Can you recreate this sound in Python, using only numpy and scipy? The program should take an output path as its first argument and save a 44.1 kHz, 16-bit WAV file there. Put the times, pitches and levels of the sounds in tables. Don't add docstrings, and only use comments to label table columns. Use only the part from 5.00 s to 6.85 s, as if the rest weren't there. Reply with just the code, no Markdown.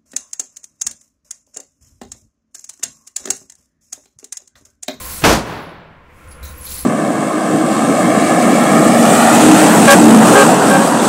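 import sys
import numpy as np
from scipy import signal
from scipy.fft import rfft, irfft
from scipy.io import wavfile
from scipy.ndimage import uniform_filter1d, minimum_filter1d

SR = 44100
rng = np.random.default_rng(int(sys.argv[2]) if len(sys.argv) > 2 else 0)


def natural_amplitude(level_db):
    exponent = np.asarray(level_db, float) / 20
    return 10 ** exponent


def log_audio(samples):
    frames = np.atleast_2d(samples).T
    limited = np.clip(frames, -1, 1)
    pcm = np.round(limited * 32767).astype(np.int16)
    wavfile.write(sys.argv[1], SR, pcm)


N = 81585
T = np.arange(N) / SR
SHOT_S = 0.2389

CASE_A_HZ, CASE_B_HZ, CASE_C_HZ, CASE_D_HZ = 7450, 8190, 9850, 10900
CASE_E_HZ, CASE_F_HZ, CASE_G_HZ = 12250, 15550, 12500

# frequency in Hz, level in dB per Hz.
SCRAPE_COLOUR = [(1500, -10), (2500, -8.5), (4500, -6.5), (7000, -3), (10000, -5.5), (12700, -5),
                 (13500, -8.5), (15800, -6.5)]


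def evened(x):
    return x / np.sqrt(np.mean(x ** 2) + 1e-20)


def noise():
    return rng.standard_normal(N)


def curve(points):
    return natural_amplitude(np.interp(T, *np.transpose(points)))


def read(points, hz):
    f, value = np.transpose(points)
    return np.interp(np.log(hz + 1), np.log(f + 1), value)


def filtered(x, points):
    hz = np.fft.rfftfreq(len(x), 1 / SR)
    return irfft(rfft(x) * natural_amplitude(read(points, hz)), len(x))


def colour(x, points):
    return evened(filtered(x, points))


def slow(seconds):
    size = max(int(seconds * SR), 1)
    return evened(uniform_filter1d(uniform_filter1d(noise(), size), size))


def resonate(x, hz, width_hz):
    r = np.exp(-np.pi * width_hz / SR)
    return signal.lfilter([1, 0, -1], [1, -2 * r * np.cos(2 * np.pi * hz / SR), r * r], x)


def clicks(per_s, spread_db):
    size = natural_amplitude(spread_db * np.minimum(rng.exponential(1, N), 4))
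    return size * (rng.random(N) < per_s / SR) * rng.choice([-1., 1.], N)


def burst(start_s, decay_s):
    return np.exp(-np.maximum(T - start_s, 0) / decay_s) * (T > start_s)


def dying(points, t60s, start_s):
    hz, at_s, z = signal.stft(colour(noise(), points), SR, nperseg=512)
    fade_db = -60 * np.maximum(at_s - start_s, 0) / read(t60s, hz)[:, None]
    return signal.istft(z * natural_amplitude(fade_db), SR, nperseg=512)[1][:N]


def air():
    # frequency in Hz, level in dB per Hz.
    air_colour = [(25, 1.5), (70, -14.5), (150, -2.5), (400, -16.5), (1100, -14), (2400, -15), (4100, -35),
                  (9000, -48.5)]
    # frequency in Hz, width in Hz, level in dB.
    duct_tones = [(506, 20, -46), (1045, 40, -45), (300, 25, -51), (1390, 80, -49)]
    level_db, patch_db, waver_db = -37, 0.6, 1.5
    out = natural_amplitude(level_db + patch_db * slow(0.028)) * colour(noise(), air_colour)
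    for hz, width_hz, db in duct_tones:
        out = out + natural_amplitude(db + waver_db * slow(0.13)) * evened(resonate(noise(), hz, width_hz))
    return out


def grip():
    # time in seconds, level in dB.
    grip_level = [(0, -37), (.2, -36.5), (.5, -33), (.9, -40.5), (1.1, -39.5), (1.15, -35), (1.21, -45.5),
                  (1.28, -29.5), (1.38, -42), (1.43, -23.5), (1.48, -33), (1.55, -30), (1.585, -41),
                  (1.61, -26.5), (1.65, -41), (1.71, -30), (1.76, -33), (1.79, -40), (1.83, -30.5),
                  (1.85, -31)]
    centre_hz, width_hz, lump_db = 66, 22, 1.2
    low = noise()
    for widen in (1, 2, 2):
        low = resonate(low, centre_hz, widen * width_hz)
    low = evened(low)
    power = abs(uniform_filter1d(low ** 2, size=SR // 40))
    steady = low / np.sqrt(power + 0.05)
    return curve(grip_level) * evened(steady * natural_amplitude(lump_db * slow(0.023)))


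def brass():
    # time in seconds, level in dB.
    stir_level = [(0, -32.5), (.18, -28), (.23, -30), (.5, -40), (.72, -51), (.95, -86), (1.1, -56.5),
                  (1.16, -48), (1.32, -46), (1.42, -52), (1.435, -38), (1.51, -37.5), (1.545, -41),
                  (1.6, -40), (1.64, -36.5), (1.72, -29), (1.8, -30), (1.85, -37)]
    # time in seconds, level in dB.
    ring_level = [(0, 0), (.4, -3), (.5, -0.5), (.9, 2), (1.05, -17), (1.4, -14.5), (1.45, -4), (1.62, -3),
                  (1.7, 3.5), (1.85, 3.5)]
    # frequency in Hz, width in Hz, level in dB.
    case_modes = [(4300, 900, -8), (CASE_A_HZ, 120, -12), (CASE_B_HZ, 45, -10), (CASE_C_HZ, 120, -9),
                  (10780, 60, -8), (11000, 90, -6), (11600, 60, -15), (CASE_E_HZ, 80, -6), (12600, 170, -5),
                  (14750, 80, -14), (CASE_F_HZ, 150, -4)]
    # start in seconds, level in dB, decay in seconds.
    case_knocks = [
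        (.503, -33, .006),
        (.703, -42, .004),
        (1.2746, -41, .004),
        (1.312, -37, .012),
        (1.4293, -31, .005),
        (1.45, -31, .01),
        (1.652, -30, .005),
        (1.717, -25, .01),
    ]
    clinks_per_s, clink_spread_db, ring_db, patchy_db = 900, 2.5, -2, 2.5
    grit_per_s, grit_spread_db, scrape_db = 6000, 1, -1.5
    ring = 0
    for hz, width_hz, db in case_modes:
        mode = resonate(clicks(clinks_per_s, clink_spread_db), hz, width_hz)
        mode = evened(resonate(mode, hz, 4 * width_hz))
        ring = ring + natural_amplitude(db + patchy_db * slow(0.052)) * mode
    ring = natural_amplitude(ring_db) * curve(ring_level) * evened(ring)
    scrape = colour(clicks(grit_per_s, grit_spread_db), SCRAPE_COLOUR) * natural_amplitude(0.81 * slow(0.087))
    knocks = sum(natural_amplitude(db) * burst(start_s, decay_s) for start_s, db, decay_s in case_knocks)
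    stirred = curve(stir_level) * (ring + natural_amplitude(scrape_db) * scrape)
    return stirred + knocks * colour(noise(), SCRAPE_COLOUR)


def pings():
    # start in seconds, frequency in Hz, level in dB, length in seconds, spread in Hz.
    rattles = [(0.053, 11310, -36.5, 0.13, 152), (0.065, CASE_F_HZ, -39, .04, 150),
               (0.1, CASE_C_HZ, -33, 0.035, 120), (.1, CASE_B_HZ, -42, 0.071, 41),
               (0.142, 10800, -35, 0.069, 60), (0.153, CASE_E_HZ, -33, .04, 100),
               (0.175, CASE_B_HZ, -25.5, .028, 40), (0.469, 10930, -35.5, 0.21, 300),
               (0.463, 12400, -37, 0.19, 350), (.49, CASE_F_HZ, -37, 0.14, 300),
               (.59, CASE_A_HZ, -41, 0.054, 60), (0.691, 10950, -41.5, 0.024, 102),
               (0.798, CASE_A_HZ, -62, 0.062, 59.5), (1.162, CASE_D_HZ, -53.5, .11, 80),
               (1.2825, 10850, -37.5, 0.078, 89.5), (1.312, 10700, -41, 0.065, 180),
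               (1.313, 9000, -38, 0.011, 600), (1.312, 4700, -45.5, .04, 695),
               (1.382, CASE_D_HZ, -47, 0.043, 300), (1.4313, CASE_G_HZ, -35.5, 0.036, 152),
               (1.4267, 3960, -39, 0.097, 420), (1.435, CASE_F_HZ, -37, 0.091, 310),
               (1.445, CASE_D_HZ, -42, 0.048, 153), (1.452, 6350, -37.5, 0.04, 700),
               (1.493, 10800, -39, 0.034, 200), (1.546, CASE_D_HZ, -44, 0.082, 200),
               (1.576, CASE_G_HZ, -35, .03, 100), (1.608, CASE_D_HZ, -30, 0.069, 150),
               (1.646, CASE_D_HZ, -28, 0.034, 200), (1.65, CASE_E_HZ, -32, 0.039, 100),
               (1.664, 3970, -30.5, 0.031, 900), (1.686, CASE_C_HZ, -28, 0.1, 70),
               (1.713, 3800, -31, 0.011, 1200), (1.716, CASE_E_HZ, -44, 0.05, 200),
               (1.722, CASE_F_HZ, -49, 0.052, 200), (1.735, CASE_D_HZ, -38, .025, 150),
               (1.745, CASE_C_HZ, -25.5, 0.046, 70), (1.741, 4500, -40.5, 0.06, 1500),
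               (1.779, CASE_D_HZ, -26, 0.055, 150), (1.78, CASE_B_HZ, -36, 0.042, 70)]
    sag_db, stop_t60_s, rise_s = -8.5, 0.063, 0.0027
    out = np.zeros(N + SR)
    t = np.arange(SR // 2) / SR
    for start_s, hz, db, length_s, spread_hz in rattles:
        tone = resonate(resonate(rng.standard_normal(SR), hz, spread_hz), hz, 2 * spread_hz)
        tone = evened(tone[len(t):])
        fade_db = sag_db * np.minimum(t / length_s, 1)
        fade_db = fade_db - 60 * np.maximum(t - length_s, 0) / stop_t60_s
        out[round(start_s * SR):][:len(t)] += natural_amplitude(db + fade_db) * tone * np.minimum(t / rise_s, 1)
    return out[:N]


def brass_dip(x):
    # frequency in Hz, gain in dB.
    narrow_dip = [(12900, 0), (13250, -8), (13500, -14), (13800, -8), (14200, -5), (14600, 0)]
    return filtered(x, narrow_dip)


def room_mode():
    mode_hz, waver_hz, level_db, t60_s, end_s = 168, 8, -13, 2.0, 0.92
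    t = np.maximum(T - SHOT_S, 0)
    hum = np.sin(2 * np.pi * np.cumsum(mode_hz + waver_hz * slow(0.057)) / SR)
    fade_db = -60 * t / t60_s - 164 * np.maximum(T - end_s, 0)
    return natural_amplitude(level_db + fade_db) * np.minimum(t * 10, 1) * hum


def thud():
    boom_hz, level_db, peak_s, t60_s = 55.8, -10.5, 0.065, 1
    t = np.maximum(T - SHOT_S, 0)
    fade_db = -60 * np.maximum(t - peak_s, 0) / t60_s
    return natural_amplitude(level_db + fade_db) * np.minimum(t / peak_s, 1) * np.sin(2 * np.pi * boom_hz * t)


def booth():
    # frequency in Hz, width in Hz, level in dB, t60 in seconds.
    booth_modes = [(209, 46, -10, 0.32), (1250, 600, -2.5, 0.17), (2816, 300, -11, 0.3)]
    t = T - SHOT_S
    rise = np.clip(t / 0.002, 0, 1)
    out = 0
    for hz, width_hz, db, t60_s in booth_modes:
        fade_db = -60 * np.maximum(t, 0) / t60_s
        out = out + natural_amplitude(db + fade_db) * rise * evened(resonate(noise(), hz, width_hz))
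    return out


def slaps():
    # start in seconds, level in dB, decay in seconds.
    wall_slaps = [
        (.256, -27.5, .004),
        (.277, -14, .005),
        (.302, -35.5, .004),
        (.327, -13.5, .004),
    ]
    bursts = sum(natural_amplitude(db) * burst(start_s, decay_s) for start_s, db, decay_s in wall_slaps)
    return bursts * colour(noise(), SCRAPE_COLOUR)


def bolt():
    start_s, level_db, top_hz = 0.218, -25, 2400
    rub = evened(signal.lfilter(*signal.butter(2, top_hz, fs=SR), noise()))
    return natural_amplitude(level_db) * rub * np.clip((T - start_s) / 0.0029, 0, 1) * (T < SHOT_S)


def push():
    push_hz, level_db, peak_s, rise_s = 150, -5, 0.0008, 0.0045
    before = np.minimum(T - SHOT_S, 0)
    swing = np.cos(2 * np.pi * push_hz * (before + peak_s))
    return natural_amplitude(level_db) * swing * np.exp(before / rise_s) * (T < SHOT_S)


def blast():
    level_db, length_ms, soft_hz = 0, 0.5, 5000
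    t = T - SHOT_S
    u = np.maximum(t, 0) * 1000 / length_ms
    pulse = -natural_amplitude(level_db) * (1 - u) * np.exp(-u) * (t >= 0)
    return signal.lfilter(*signal.butter(1, soft_hz, fs=SR), pulse)


def hall():
    # frequency in Hz, level in dB per Hz.
    roar_colour = [(40, -36), (65, -7.5), (179, -2), (473, -1.5), (937, -7), (1960, -18.5), (5740, -18.5),
                   (14400, -32.5), (16000, -43.5)]
    # frequency in Hz, t60 in seconds.
    roar_t60 = [(50, 1), (300, 0.69), (1500, 0.063), (5000, 0.41), (9000, 0.5), (15000, 0.038)]
    # frequency in Hz, level in dB per Hz.
    hall_colour = [(40, -20.5), (100, -3), (160, -2.5), (320, -5), (950, -6), (2000, -13.5), (4500, -23.5),
                   (10000, -40)]
    # frequency in Hz, t60 in seconds.
    hall_t60 = [(60, 0.98), (250, 0.88), (700, 1), (1800, 0.98), (4000, 0.84), (8000, 0.37), (15000, 0.34)]
    # delay after the shot in seconds, level in dB.
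    far_returns = [
        (0.141, -23),
        (0.23, -10.5),
        (0.332, -15),
    ]
    roar_db, roar_hold_s, roar_rise_s = -2.5, 0.12, 0.002
    grain_db, grain_s = 1.2, 0.0015
    tail_db, tail_hold_s, tail_rise_s = -7, 0.29, 0.028
    t = T - SHOT_S
    roar = dying(roar_colour, roar_t60, SHOT_S + roar_hold_s) * np.clip(t / roar_rise_s, 0, 1)
    roar = natural_amplitude(roar_db + grain_db * slow(grain_s)) * roar
    tail = dying(hall_colour, hall_t60, SHOT_S + tail_hold_s) * np.clip(t / tail_rise_s, 0, 1)
    swell = 1 + sum(natural_amplitude(db) * burst(SHOT_S + delay_s, 0.063) for delay_s, db in far_returns)
    return (roar + natural_amplitude(tail_db) * tail) * swell


def shot():
    return bolt() + push() + blast() + hall()


def scene():
    background = air() + grip() + brass_dip(brass() + pings())
    ringing = room_mode() + thud() + booth() + slaps()
    return (background + ringing + shot())[None]


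def top_cut(x):
    return signal.sosfilt(signal.butter(12, 16850, fs=SR, output="sos"), x)


def record(dry):
    # time in seconds, gain in dB.
    recorder_gain = [(0, 0), (.236, -2.5), (.245, -3.5), (.33, -7.5), (.362, -12), (.378, -14), (.44, -22),
                     (.49, -21.5), (.7, -17.5), (1.0, -13), (1.4, -5.5), (1.85, -4.5)]
    edge_hz, limit, limit_s = 15750, 0.99, 0.0015
    x = dry * curve(recorder_gain)
    lowpass = signal.firwin(511, edge_hz, window=("kaiser", 9), fs=SR)
    x = signal.oaconvolve(x, lowpass[None], "same")
    size = int(limit_s * SR)
    headroom = minimum_filter1d(limit / np.maximum(abs(x), limit), size=size)
    x = x * uniform_filter1d(headroom, size=size)
    return top_cut(np.clip(x, -1, 1))


dry = scene()
out = record(dry)
log_audio(out)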